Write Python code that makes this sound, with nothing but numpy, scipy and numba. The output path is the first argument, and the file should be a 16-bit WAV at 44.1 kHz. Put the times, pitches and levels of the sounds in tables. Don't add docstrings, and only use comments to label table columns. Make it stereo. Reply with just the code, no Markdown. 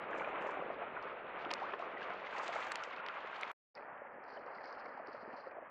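import sys
import numpy as np
from scipy import signal
from scipy.fft import rfft, irfft
from scipy.io import wavfile
from scipy.ndimage import uniform_filter1d
from numba import njit

SR = 44100
rng = np.random.default_rng(int(sys.argv[2]) if len(sys.argv) > 2 else 0)


def to_wav(sig):
    pcm = np.clip(np.atleast_2d(sig), -1, 1) * 32767
    pcm = np.round(pcm).astype(np.int16)
    wavfile.write(sys.argv[1], SR, pcm.T)


def magnitude_from_level(level_db):
    exponent = np.asarray(level_db, float) / 20
    return 10 ** exponent


N = 251370

CUT_S, RESUME_S = 3.5157, 3.7445
TURN_S, TURN_PAN_DB = (0.61, 3.14), (-2, -5.5)
PUFF_S = 2.695


def rms_one(x):
    return x / np.sqrt(np.mean(x ** 2) + 1e-20)


def at_hz(points, hz):
    point_hz, db = np.transpose(points)
    return np.interp(np.log(hz + 1), np.log(point_hz), db)


def drift(rate):
    r = np.exp(-80 * np.pi * rate / SR)
    slow = signal.lfilter([1], [1, -2 * r, r * r], rng.standard_normal(N // 40 + 2002))[2000:]
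    return np.interp(np.arange(N) / 40, np.arange(len(slow)), rms_one(slow))


def bandpass(x, low_hz, high_hz, order):
    return signal.sosfilt(signal.butter(order, [low_hz, high_hz], "band", fs=SR, output="sos"), x)


def lowpass(x, top_hz, order):
    return signal.sosfilt(signal.butter(order, top_hz, fs=SR, output="sos"), x)


def swing(t, ends):
    return np.interp(t, TURN_S, ends) * (t < CUT_S)


def swing_gains():
    return magnitude_from_level(swing(np.arange(N) / SR, TURN_PAN_DB) * np.array([[.5], [-.5]]))


@njit
def add_bubbles(out, start, hz, gain, cycles, rise, lag, turn, pan):
    for k in range(len(start)):
        for i in range(int((1.2 * cycles[k] + 2) * SR / hz[k]) + 8):
            if start[k] + i < out.shape[1]:
                for side in range(2):
                    left = side == 0
                    c = (i - (lag[k] if left else 0.) - max(-lag[k], 0.)) * hz[k] / SR
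                    if c > 0:
                        onset = np.sin(min(c, 1.5) * np.pi / 3) ** 2
                        decay = np.exp(-6.9 * max(c - 1.5, 0.) / cycles[k])
                        size = gain[k] * onset * decay * (pan[k] if left else 1 / pan[k])
                        phase = 2 * np.pi * c * (1 + .5 * rise[k] * c) + (turn[k] if left else 0.)
                        out[side, start[k] + i] += size * np.sin(phase)


def water(low_hz, high_hz, colours, lag, turn, alike, per_s, cycles, spread_db, bubble_db, patchy_db):
    far = np.arange(N) > CUT_S * SR
    hz = np.fft.rfftfreq(N, 1 / SR)
    edges = 1 / np.sqrt((1 + (low_hz / (hz + 1)) ** 6) * (1 + (hz / high_hz) ** 12))
    common, left, right = rfft(rng.standard_normal((3, N)))
    together, halves = drift(7.0), [drift(30.0), drift(23.0)]
    upper = 1 / (1 + (low_hz * high_hz / (hz + 1) ** 2) ** 2)
    born = np.flatnonzero(rng.random(N) < per_s * magnitude_from_level(3 * together) / SR)
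    draw = rng.random((len(born), 4))
    pitch = low_hz * 0.805 * (1.252 * high_hz / low_hz) ** draw[:, 0]
    out = np.zeros((2, N))
    for place in range(2):
        share = alike[place]
        late = np.exp(1j * turn[place] - 2j * np.pi * hz * lag[place] / SR)
        shared = common * np.array([late, np.ones_like(late)])
        pair = np.sqrt(share) * shared + np.sqrt(1 - share) * np.array([left, right])
        pair *= edges * magnitude_from_level(at_hz(colours[place], hz))
        bed = np.zeros((2, N))
        for half, flicker in zip((1 - upper, upper), halves):
            bed += irfft(pair * half, N) * magnitude_from_level(patchy_db * (together + flicker))

        here = far[born] == place
        p, d = pitch[here], draw[here]
        size = p * magnitude_from_level(at_hz(colours[place], p) - spread_db * np.log(np.maximum(d[:, 1], .04)))
        scatter = (1 - share) * (d[:, 2] - .5)
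        pops = np.zeros((2, N))
        add_bubbles(pops, born[here], p, size, cycles * (.5 + d[:, 3]), 0.068 * d[:, 2],
                    lag[place] + 0 * p, turn[place] + 4.4 * scatter, magnitude_from_level(1.2 * scatter))
        pops = irfft(rfft(pops) / (1 + (hz / (0.89 * high_hz)) ** 14), N)
        span = far == place
        out[:, span] = rms_one(rms_one(bed[:, span]) + magnitude_from_level(bubble_db) * rms_one(pops[:, span]))
    return out


# time in seconds, level in dB.
NEAR_WASH = [(0.01, -49), (0.22, -47), (0.33, -47), (0.48, -47.5), (0.8, -49.5), (1.25, -50.5),
             (1.5, -47.5), (1.9, -49), (2.08, -46), (2.24, -49), (2.4, -46.5), (2.55, -45), (2.8, -49),
             (3.05, -48.5), (3.2, -48), (3.5, -48.5)]
FAR_WASH = [(3.8, -58.5), (4.0, -58.5), (4.2, -59.5), (4.4, -57.5), (4.68, -55.5), (4.9, -57.5),
            (5.15, -57.5), (5.4, -57.5), (5.69, -62)]


def wash_level_db():
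    s, db = np.transpose(list(NEAR_WASH) + list(FAR_WASH))
    return np.interp(np.arange(N) / SR, s, db)


# frequency in Hz, density in dB per Hz.
NEAR_SEA = [(25, -24), (90, -23), (170, -16), (300, -8), (420, -2), (570, 1), (800, -5.5), (1300, -7),
            (1800, -12.5), (2500, -13.5), (3200, -23), (3800, -29.5), (4500, -42.5), (5500, -70)]
FAR_SEA = [(25, -38), (90, -27), (170, -22.5), (300, -9.5), (420, -1), (570, 5), (800, 1.8), (1300, -2.5),
           (1800, -5.5), (2500, -18), (3250, -34.5), (3550, -57.5), (4500, -60.5), (5500, -52.5)]


def rumble():
    t = np.arange(N) / SR
    level_db = np.where(t < CUT_S, -61 - 2.8 * t, -71 + 0.1 * (t - RESUME_S))
    heave = water(18, 260, (NEAR_SEA, FAR_SEA), lag=(0, 0), turn=(.6, 0), alike=(.3, .95),
                  per_s=40, cycles=2.9, spread_db=1.5, bubble_db=-11.0, patchy_db=0.54)
    return magnitude_from_level(level_db) * heave


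def glugs(wash_db):
    t = np.arange(N) / SR
    near = t < CUT_S
    swell_db = wash_db - np.where(near, wash_db[near].mean(), wash_db[t > RESUME_S].mean())
    drain_db = near * -5.5 * np.maximum(t - 0.74, 0)
    level_db = np.where(near, -43.5, -55) + 0.67 * swell_db + drain_db
    sea = (NEAR_SEA, FAR_SEA)
    left = water(263.0, 940, sea, lag=(0, 0), turn=(2.0, .1), alike=(.62, .99),
                 per_s=180, cycles=6.7, spread_db=2.4, bubble_db=-2.0, patchy_db=0.2)
    right = water(270.4, 916, sea, lag=(4.5, 0), turn=(-.3, .1), alike=(.85, .99),
                  per_s=250, cycles=2.8, spread_db=2.3, bubble_db=-6.5, patchy_db=0.98)
    moved = np.interp(t, [1.1, 2.6], [.02, 1.0])
    return magnitude_from_level(level_db) * (np.sqrt(1 - moved) * left + np.sqrt(moved) * swing_gains() * right)


def foam(wash_db):
    near = np.arange(N) / SR < CUT_S
    rush = water(911, 4790, (NEAR_SEA, FAR_SEA), lag=(5.0, 0), turn=(-.2, .12), alike=(.7, .99),
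                 per_s=1200, cycles=11.0, spread_db=5.8, bubble_db=-6.0, patchy_db=1.05)
    rush = np.where(near, rush, lowpass(rush, 3450, 8))
    return magnitude_from_level(wash_db + np.where(near, 3.5, 5)) * swing_gains() * rush


# start in seconds, tick peak in dB, thud over tick in dB,
# top under tick in dB, left over right at the top in dB.
NEAR_DROPS = [(0.019, -62, 19, 34, 3.5), (0.1102, -60, -1, 7, 8), (0.197, -70, 34, 0, 3.5),
              (0.4219, -57, 16, 4, 5), (0.529, -61, 13, 10, 3.5), (0.7291, -74, 19, 20.5, 5),
              (1.0257, -48, -0.5, 25, 11), (0.2462, -64, 31, 25, -2), (1.4492, -52, 23, 38, -2),
              (1.5056, -44, 18, 32, 3), (1.508, -45, 16, 23.5, 3), (1.5126, -28.5, 5.5, 18, 4),
              (1.5366, -22, -3.5, 17.5, 13), (1.7368, -57.5, 26, 30.5, 0), (1.793, -50, 8, 15, 4),
              (2.432, -52, -2, 18, -3), (2.366, -57, 3, 11, -3), (2.468, -51, -1.5, 8, -3),
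              (2.479, -33.5, 2, 8, 0), (2.7173, -36.5, 8, 6, -3), (2.7191, -30.5, -0.5, 9, -8),
              (2.7557, -30, 6.5, 12.5, -17), (2.8363, -33, 4.5, 13, -6), (2.963, -44.5, 4, 26, 0),
              (3.063, -38.5, 7, 24, -.3), (3.0852, -39, 13.5, 27.5, 7), (3.4107, -43, -7, 6.5, -10),
              (3.4318, -46.5, 27, 10.5, -3), (3.451, -56, -2.5, 16, -2)]
# start in seconds, tick peak in dB.
FAR_DROPS = [(3.7512, -36), (3.776, -58), (4.2376, -62), (4.306, -63), (4.3365, -53), (4.3884, -69),
             (4.7909, -62), (5.1282, -53), (4.4615, -58), (4.6555, -46.5), (4.725, -46), (4.856, -53),
             (4.9733, -63), (5.0705, -47), (5.372, -61), (5.38, -59), (5.387, -59), (5.511, -67)]
BARE_STONE_S = (0.198, 0.422, 1.5368, 2.7175, 2.7193, 2.7559, 3.4105)
# low edge in Hz, high edge in Hz, level in dB.
DROP_PARTS = [
    (1780, 3400, -7),
    (3510, 5550, -5.5),
    (5550, 8000, -2.5),
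    (8300, 10300, -4),
    (10600, 12000, -19),
]


def drops():
    far_rows = [(s, db, -4.0, 36, 0) for s, db in FAR_DROPS]
    rows = np.array(list(NEAR_DROPS) + far_rows)
    start_s, tick_db, thud_db, top_loss_db, pan_db = rows.T
    near = start_s < CUT_S
    bare = np.abs(rows[:, :1] - np.array(BARE_STONE_S)).min(axis=1) < .0025
    high_db = -top_loss_db - np.where(bare, 9.5, 23.5)
    topmost_db = high_db - 18 * (np.abs(start_s - PUFF_S) > .07)
    peaks_db = tick_db + np.array([thud_db, 0 * near, -top_loss_db, high_db, topmost_db])

    t = np.arange(1500) / SR / np.where(near, 1, 1.4)[:, None]
    common, left, right = rng.standard_normal((3, len(rows), 1500))
    own = np.where(near, 1.1, .1)[:, None]
    envelope = np.minimum(t / .0008, 1) ** 2 * (np.exp(-t / .0011) + 0.045 * np.exp(-t / 0.0036))
    bursts = (common + own * np.array([left, right])) * envelope
    bursts[:, :, 33] += np.where(near, 4.5, 2.5)

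    cracks = np.zeros_like(bursts)
    pan_shares = (.2, .4, 1, 1.3, 1.3)
    for (low_hz, high_hz, part_db), peak_db, pan_share in zip(DROP_PARTS, peaks_db, pan_shares):
        part = bandpass(bursts, low_hz, high_hz, 5)
        part /= np.abs(part).max(axis=2, keepdims=True)
        sides_db = pan_share * pan_db * np.array([[.5], [-.5]])
        cracks += part * magnitude_from_level(peak_db + sides_db + part_db)[:, :, None]
    cracks[:, ~near] = 1.3 * bandpass(cracks[:, ~near], 4250, 5600, 2)

    out = np.zeros((2, N))
    for k, s in enumerate(start_s):
        at, lag = int(s * SR), int(near[k])
        out[0, at + lag:at + lag + 1500] += cracks[0, k]
        out[1, at:at + 1500] += cracks[1, k]
    return out


def splashes(rows, column, floor_db):
    t, power = np.arange(0, N, 32) / SR, magnitude_from_level(2 * floor_db)
    for row in rows:
        start_s, length_s = row[:2]
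        attack_db = 1997.5 * np.maximum(start_s - t, 0)
        release_db = 299.5 * np.maximum(t - start_s - length_s, 0)
        power = power + magnitude_from_level(2 * (row[column] - attack_db - release_db))
    return np.interp(np.arange(N) / SR, t, np.sqrt(power))


def patter(per_s, depth, t60):
    lands = (rng.random(N) < per_s / SR) * rng.exponential(1, N)
    lands = uniform_filter1d(lands, size=60) + 1e-18
    return rms_one(1 + depth * signal.lfilter([1], [1, -magnitude_from_level(-60 / (t60 * SR))], lands))


# start in seconds, length in seconds, hiss in dB, finer mist in dB.
NEAR_SPRAY = [(0.025, .02, -70, -101), (0.106, .07, -86, -74), (0.176, 0.032, -81, -65.5),
              (0.252, 0.076, -94, -81.5), (0.413, 0.1, -88, -72), (0.556, 0.06, -85.5, -86),
              (0.722, 0.017, -69, -102), (1.018, 0.027, -73, -99.5), (0.6, 0.45, -84, -106),
              (1.08, 0.52, -76, -104), (1.39, 0.035, -58, -93), (1.506, 0.014, -54, -67),
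              (1.55, 0.037, -62.5, -80.5), (1.6, 0.15, -62, -100), (1.793, 0.032, -62, -85),
              (1.84, 0.078, -67, -99), (1.977, 0.29, -65, -96.5), (2.015, .022, -62, -82),
              (2.08, .045, -66, -83), (2.207, .015, -71.5, -79), (2.261, 0.1, -60.5, -79),
              (2.31, .05, -61, -70), (2.365, 0.023, -62, -63), (2.41, 0.013, -57, -63),
              (2.434, .012, -59, -58), (2.464, 0.014, -52, -54.5), (2.526, 0.022, -51.5, -56.5),
              (2.57, 0.061, -55.5, -59.5), (2.635, .015, -54, -60), (2.668, 0.054, -56, -62.5),
              (2.757, 0.018, -63.5, -76), (2.743, 0.18, -61.5, -88), (2.81, .05, -66, -71),
              (2.93, 0.073, -63.5, -99), (3.064, 0.1, -63, -79), (3.178, 0.22, -62, -80),
              (3.42, 0.13, -61, -75)]
# start in seconds, length in seconds, hiss in dB.
FAR_SPRAY = [(3.744, 0.024, -71.5), (3.773, .04, -88), (3.848, .01, -95), (3.915, .035, -99),
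             (4.234, .02, -83.5), (4.285, .04, -75), (4.328, .06, -74.5), (4.406, .03, -84),
             (4.46, 0.02, -76), (4.492, .05, -81), (4.549, .07, -72), (4.634, 0.06, -66.5),
             (4.718, 0.03, -72), (4.78, .03, -71.5), (4.845, .06, -74), (4.968, 0.021, -80),
             (5.026, 0.02, -88), (5.067, .02, -73), (5.118, 0.04, -70), (5.171, 0.06, -72.5),
             (5.27, 0.065, -76), (5.365, .02, -81), (5.369, 0.015, -65), (5.422, 0.07, -85.5)]
# frequency in Hz, density in dB per Hz.
NEAR_HISS = [(3000, 5), (3800, -1.5), (4500, -5), (5500, -14), (7000, -17.5), (8000, -29), (9000, -46),
             (10500, -56.5)]
FAR_HISS = [(3000, -1.5), (3700, -13), (4200, 4.5), (4800, 4.5), (5500, -8.5), (6200, -18.5), (7000, -20.5),
            (9000, -47)]


def spray():
    near = np.arange(0, N, 32) / SR < CUT_S
    gain = splashes(list(NEAR_SPRAY) + list(FAR_SPRAY), column=2, floor_db=np.where(near, -87.5, -112))
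    hiss = water(2900, 6300, (NEAR_HISS, FAR_HISS), lag=(3.5, 0), turn=(0, 0), alike=(.4, .97),
                 per_s=500, cycles=11.0, spread_db=2.7, bubble_db=-12.0, patchy_db=2.4)
    return gain * swing_gains() * hiss * patter(200, .7, 0.027)


def mist():
    gain = splashes(NEAR_SPRAY, column=3, floor_db=-108)
    hiss = water(6400, 9700, (NEAR_HISS, FAR_HISS), lag=(5.0, 0), turn=(0, 0), alike=(.4, .9),
                 per_s=540, cycles=7.4, spread_db=2.8, bubble_db=-10.5, patchy_db=1.2)
    return gain * mist_sides(hiss) * patter(63, .9, 0.073)


def mist_sides(hiss):
    return hiss


# start in seconds, peak in dB, pitch in Hz.
EARLY_POCKETS = [(0.101, -32.5, 590), (0.117, -34.5, 689), (0.131, -34.5, 1610), (0.149, -37, 1205),
                 (0.161, -42, 2380), (0.183, -29.5, 538), (0.197, -36, 2260), (0.202, -42, 1948),
                 (0.208, -30.5, 855), (0.213, -36, 1170), (0.218, -35, 1500), (0.218, -38.5, 2174),
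                 (0.233, -41, 1390), (0.2454, -35, 2390), (0.274, -30, 608), (0.33, -45, 2680),
                 (0.378, -36.5, 1090), (0.423, -45, 2045), (0.446, -29.5, 615), (0.463, -41, 2120),
                 (0.465, -30.5, 552), (0.474, -40, 1740), (0.489, -34.5, 994), (0.496, -38, 1600),
                 (0.54, -45.5, 1940), (0.57, -28.5, 764), (0.592, -34.5, 720), (0.612, -36, 1145),
                 (0.622, -28.5, 559), (0.632, -42, 1320), (0.675, -45, 1430), (0.701, -28, 646),
                 (0.818, -29, 690), (0.873, -47, 1380), (0.966, -36, 1440), (0.968, -43.5, 1940),
                 (0.973, -39, 1001), (0.993, -41, 1320), (1.117, -38.5, 1280), (1.125, -39.5, 559),
                 (1.136, -41, 498), (1.444, -36.5, 726), (1.456, -37.5, 1310), (1.462, -37.5, 337),
                 (1.505, -40.5, 1220), (1.509, -50, 2080), (1.511, -34, 940), (1.51, -46, 3000),
                 (1.51, -42, 1730), (1.51, -37, 664), (1.511, -35, 2440), (1.531, -39, 1230),
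                 (1.533, -45, 2480), (1.534, -43, 1560)]
LATER_POCKETS = [(1.707, -45, 1400), (1.735, -35.5, 1720), (1.736, -45.5, 2540), (1.736, -33.5, 1070),
                 (1.797, -36, 660), (1.823, -35.5, 1096), (1.87, -40.5, 500), (1.876, -43.5, 1410),
                 (1.972, -36.5, 1930), (2.019, -38, 1600), (2.028, -44.5, 2799), (2.104, -40, 1539),
                 (2.105, -36, 716), (2.2, -44, 1851), (2.269, -40, 2050), (2.326, -40, 1510),
                 (2.351, -38, 1000), (2.365, -40, 1894), (2.397, -38, 1210), (2.432, -37, 835),
                 (2.49, -32.5, 686), (2.526, -47, 2540), (2.528, -37, 2100), (2.557, -39, 1238),
                 (2.557, -35.5, 596), (2.563, -36.5, 2120), (2.564, -33, 850), (2.585, -37, 1055),
                 (2.603, -38, 1270), (2.618, -39, 1950), (2.669, -39, 1680), (2.7175, -42, 2800),
                 (2.717, -42, 1464), (2.7175, -37, 1750), (2.7168, -36.5, 1170), (2.755, -47, 2770),
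                 (2.811, -40.5, 1087), (2.825, -37.5, 1410), (2.849, -42, 1920), (2.873, -40.5, 552),
                 (2.91, -38.5, 1080), (2.932, -42, 2120), (2.982, -43.5, 2600), (2.999, -37, 1400),
                 (3.085, -46, 1959), (3.099, -36.5, 1370), (3.245, -44, 463), (3.274, -41.5, 2030),
                 (3.361, -46, 2056), (3.428, -40, 2130), (3.4316, -46, 1770), (3.4312, -44, 1166),
                 (3.45, -44, 1205)]
FAR_POCKETS = [(3.774, -50, 2440), (3.776, -46, 1970), (3.808, -47, 442), (4.018, -39.5, 547),
               (4.051, -40.5, 870), (4.252, -50, 1345), (4.282, -46, 980), (4.301, -45.5, 1679),
               (4.365, -46, 1711), (4.369, -41, 656), (4.373, -54.5, 2970), (4.385, -41.5, 534),
               (4.429, -47, 1291), (4.461, -42, 503), (4.478, -42, 1230), (4.484, -44, 958),
               (4.488, -45, 1620), (4.584, -44, 1930), (4.606, -45, 1780), (4.639, -43, 770),
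               (4.64, -46, 1840), (4.648, -49, 1500), (4.655, -50, 2160), (4.658, -46, 1238),
               (4.71, -40, 1100), (4.771, -44, 1290), (4.825, -49, 1733), (4.86, -47, 2140),
               (4.922, -44.5, 1180), (4.976, -38.5, 790), (4.997, -35.5, 645), (5.03, -50, 1410),
               (5.033, -48, 1730), (5.045, -44, 581), (5.083, -49, 1180), (5.09, -44, 382),
               (5.145, -36.5, 574), (5.154, -56, 1410), (5.208, -53, 1450), (5.258, -40, 603),
               (5.291, -44, 540), (5.303, -48, 1798), (5.304, -46, 577), (5.33, -47.5, 235),
               (5.338, -39, 783), (5.383, -43, 549), (5.438, -43, 1104), (5.469, -36, 533),
               (5.471, -44.5, 1335), (5.495, -47, 1550), (5.509, -52, 1860), (5.514, -52.5, 2390),
               (5.568, -38, 620), (5.583, -38, 670), (5.625, -39.5, 584)]
# start in seconds, peak in dB, pitch in Hz.
GULPS = [(0.144, -47, 298), (0.167, -41.5, 297), (0.345, -42, 279), (0.409, -44.5, 250),
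         (0.457, -49.5, 201), (0.462, -33, 398), (0.587, -38, 326), (0.594, -49, 180), (0.93, -55.5, 134),
         (1.41, -47, 382), (1.416, -58, 276), (1.464, -50, 387), (1.509, -43.5, 328), (1.737, -42, 400),
         (1.934, -47, 324), (2.017, -55, 184), (2.094, -55, 185), (2.957, -52.5, 410), (2.961, -57, 324),
         (2.985, -57.5, 193), (2.991, -54, 368), (3.044, -64.5, 247), (3.21, -59, 340), (3.312, -57, 333),
         (3.335, -57, 432), (3.361, -55, 382), (3.417, -55, 430), (3.43, -61, 277), (3.464, -56, 269),
         (3.953, -62, 247), (4.202, -48.5, 388), (4.327, -56, 279), (4.393, -51.5, 370), (4.53, -51, 380),
         (4.563, -53, 219), (4.648, -54, 301), (4.847, -55, 294), (4.875, -52, 272), (4.946, -53, 242),
         (5, -53, 240), (5.083, -43, 370), (5.229, -49, 258), (5.276, -48.5, 244), (5.276, -48, 322),
         (5.277, -43, 422), (5.328, -54.5, 256), (5.585, -49.5, 440), (5.62, -55.5, 284)]
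# start in seconds, peak in dB, start pitch in Hz, a third of the
# cycles taken to die away by 60 dB, rise per cycle.
CHIRPS = [
    (1.618, -36.5, 682, 65, .037),
    (1.689, -40, 1306, 28, 0.002),
]


def pockets():
    out = np.zeros((2, N))
    rows = list(EARLY_POCKETS) + list(LATER_POCKETS) + list(FAR_POCKETS) + list(GULPS)
    s, peak_db, hz = np.transpose(rows)
    near, deep = s < CUT_S, hz < 900
    gain = magnitude_from_level(peak_db + np.where(near, 1.5, -1.5))
    cycles = np.maximum(hz * np.where(near, 0.028, 0.035), 7.1)
    lag = 4.8 * near * ~deep
    lead_rad = swing(s, (1.97, -0.35)) * deep
    pan = magnitude_from_level(swing(s, TURN_PAN_DB) / 2)
    add_bubbles(out, (s * SR).astype(np.int64), hz, gain, cycles, 3.1 / hz, lag, lead_rad, pan)

    s, peak_db, hz, cycles, rise = np.transpose(CHIRPS)
    add_bubbles(out, (s * SR).astype(np.int64), hz, magnitude_from_level(peak_db), 3 * cycles, rise,
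                5.4 + 0 * s, 0 * s, magnitude_from_level(-2.5 + 0 * s))
    return out


# low edge in Hz, high edge in Hz, level in dB.
PUFF_BANDS = [
    (11800, 13900, 0),
    (14700, 15900, 2),
]


def puff():
    white = rng.standard_normal((2, N))
    hiss = sum(magnitude_from_level(db) * bandpass(white, low_hz, high_hz, 6) for low_hz, high_hz, db in PUFF_BANDS)
    envelope = np.exp(-((np.arange(N) / SR - PUFF_S) / .021) ** 4)
    return magnitude_from_level(-75) * hiss * envelope * magnitude_from_level([[-3], [3]])


def scene():
    wash_db = wash_level_db()
    sea = rumble() + glugs(wash_db) + foam(wash_db)
    return sea + spray() + mist() + pockets()


QUIET_EDGES_HZ = [3790, 4220, 4650, 5300, 5700, 6290, 6890, 7580, 8270, 9200, 10340, 12000]


def drop_quiet(x, near_limit_db, far_limit_db):
    hz, s, frames = signal.stft(x, SR, nperseg=1024)
    for low, high in zip(QUIET_EDGES_HZ, QUIET_EDGES_HZ[1:]):
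        band = (hz >= low) & (hz < high)
        power = np.mean(np.abs(frames[:, band]) ** 2, axis=(0, 1), keepdims=True)
        level_db = uniform_filter1d(10 * np.log10(power + 1e-30), size=3)
        tilt_db = -10 * np.log2(low / 6000)
        limit_db = np.where(s < CUT_S, near_limit_db + tilt_db, far_limit_db)
        frames[:, band] *= np.clip((level_db - limit_db) / 2, 0, 1)
    return signal.istft(frames, SR, nperseg=1024)[1][:, :N]


def roll_off(x):
    return signal.sosfilt(signal.butter(12, 16000, fs=SR, output="sos"), x)


def record(dry):
    t = np.arange(N) / SR
    heard = drop_quiet(dry, -113, -121) + drops() + puff()
    gate = (t < CUT_S) + np.clip((t - RESUME_S) / 0.02, 0, 1)
    remnant = (t >= CUT_S) * magnitude_from_level(-23) * np.clip(1 - (t - CUT_S) / .018, 0, 1) ** .6
    self_noise = magnitude_from_level(-99) * rng.standard_normal((2, N)) * (gate > 0)
    return roll_off(heard * gate + lowpass(heard, 4000, 4) * remnant + self_noise)


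dry = scene()
out = record(dry)
to_wav(out)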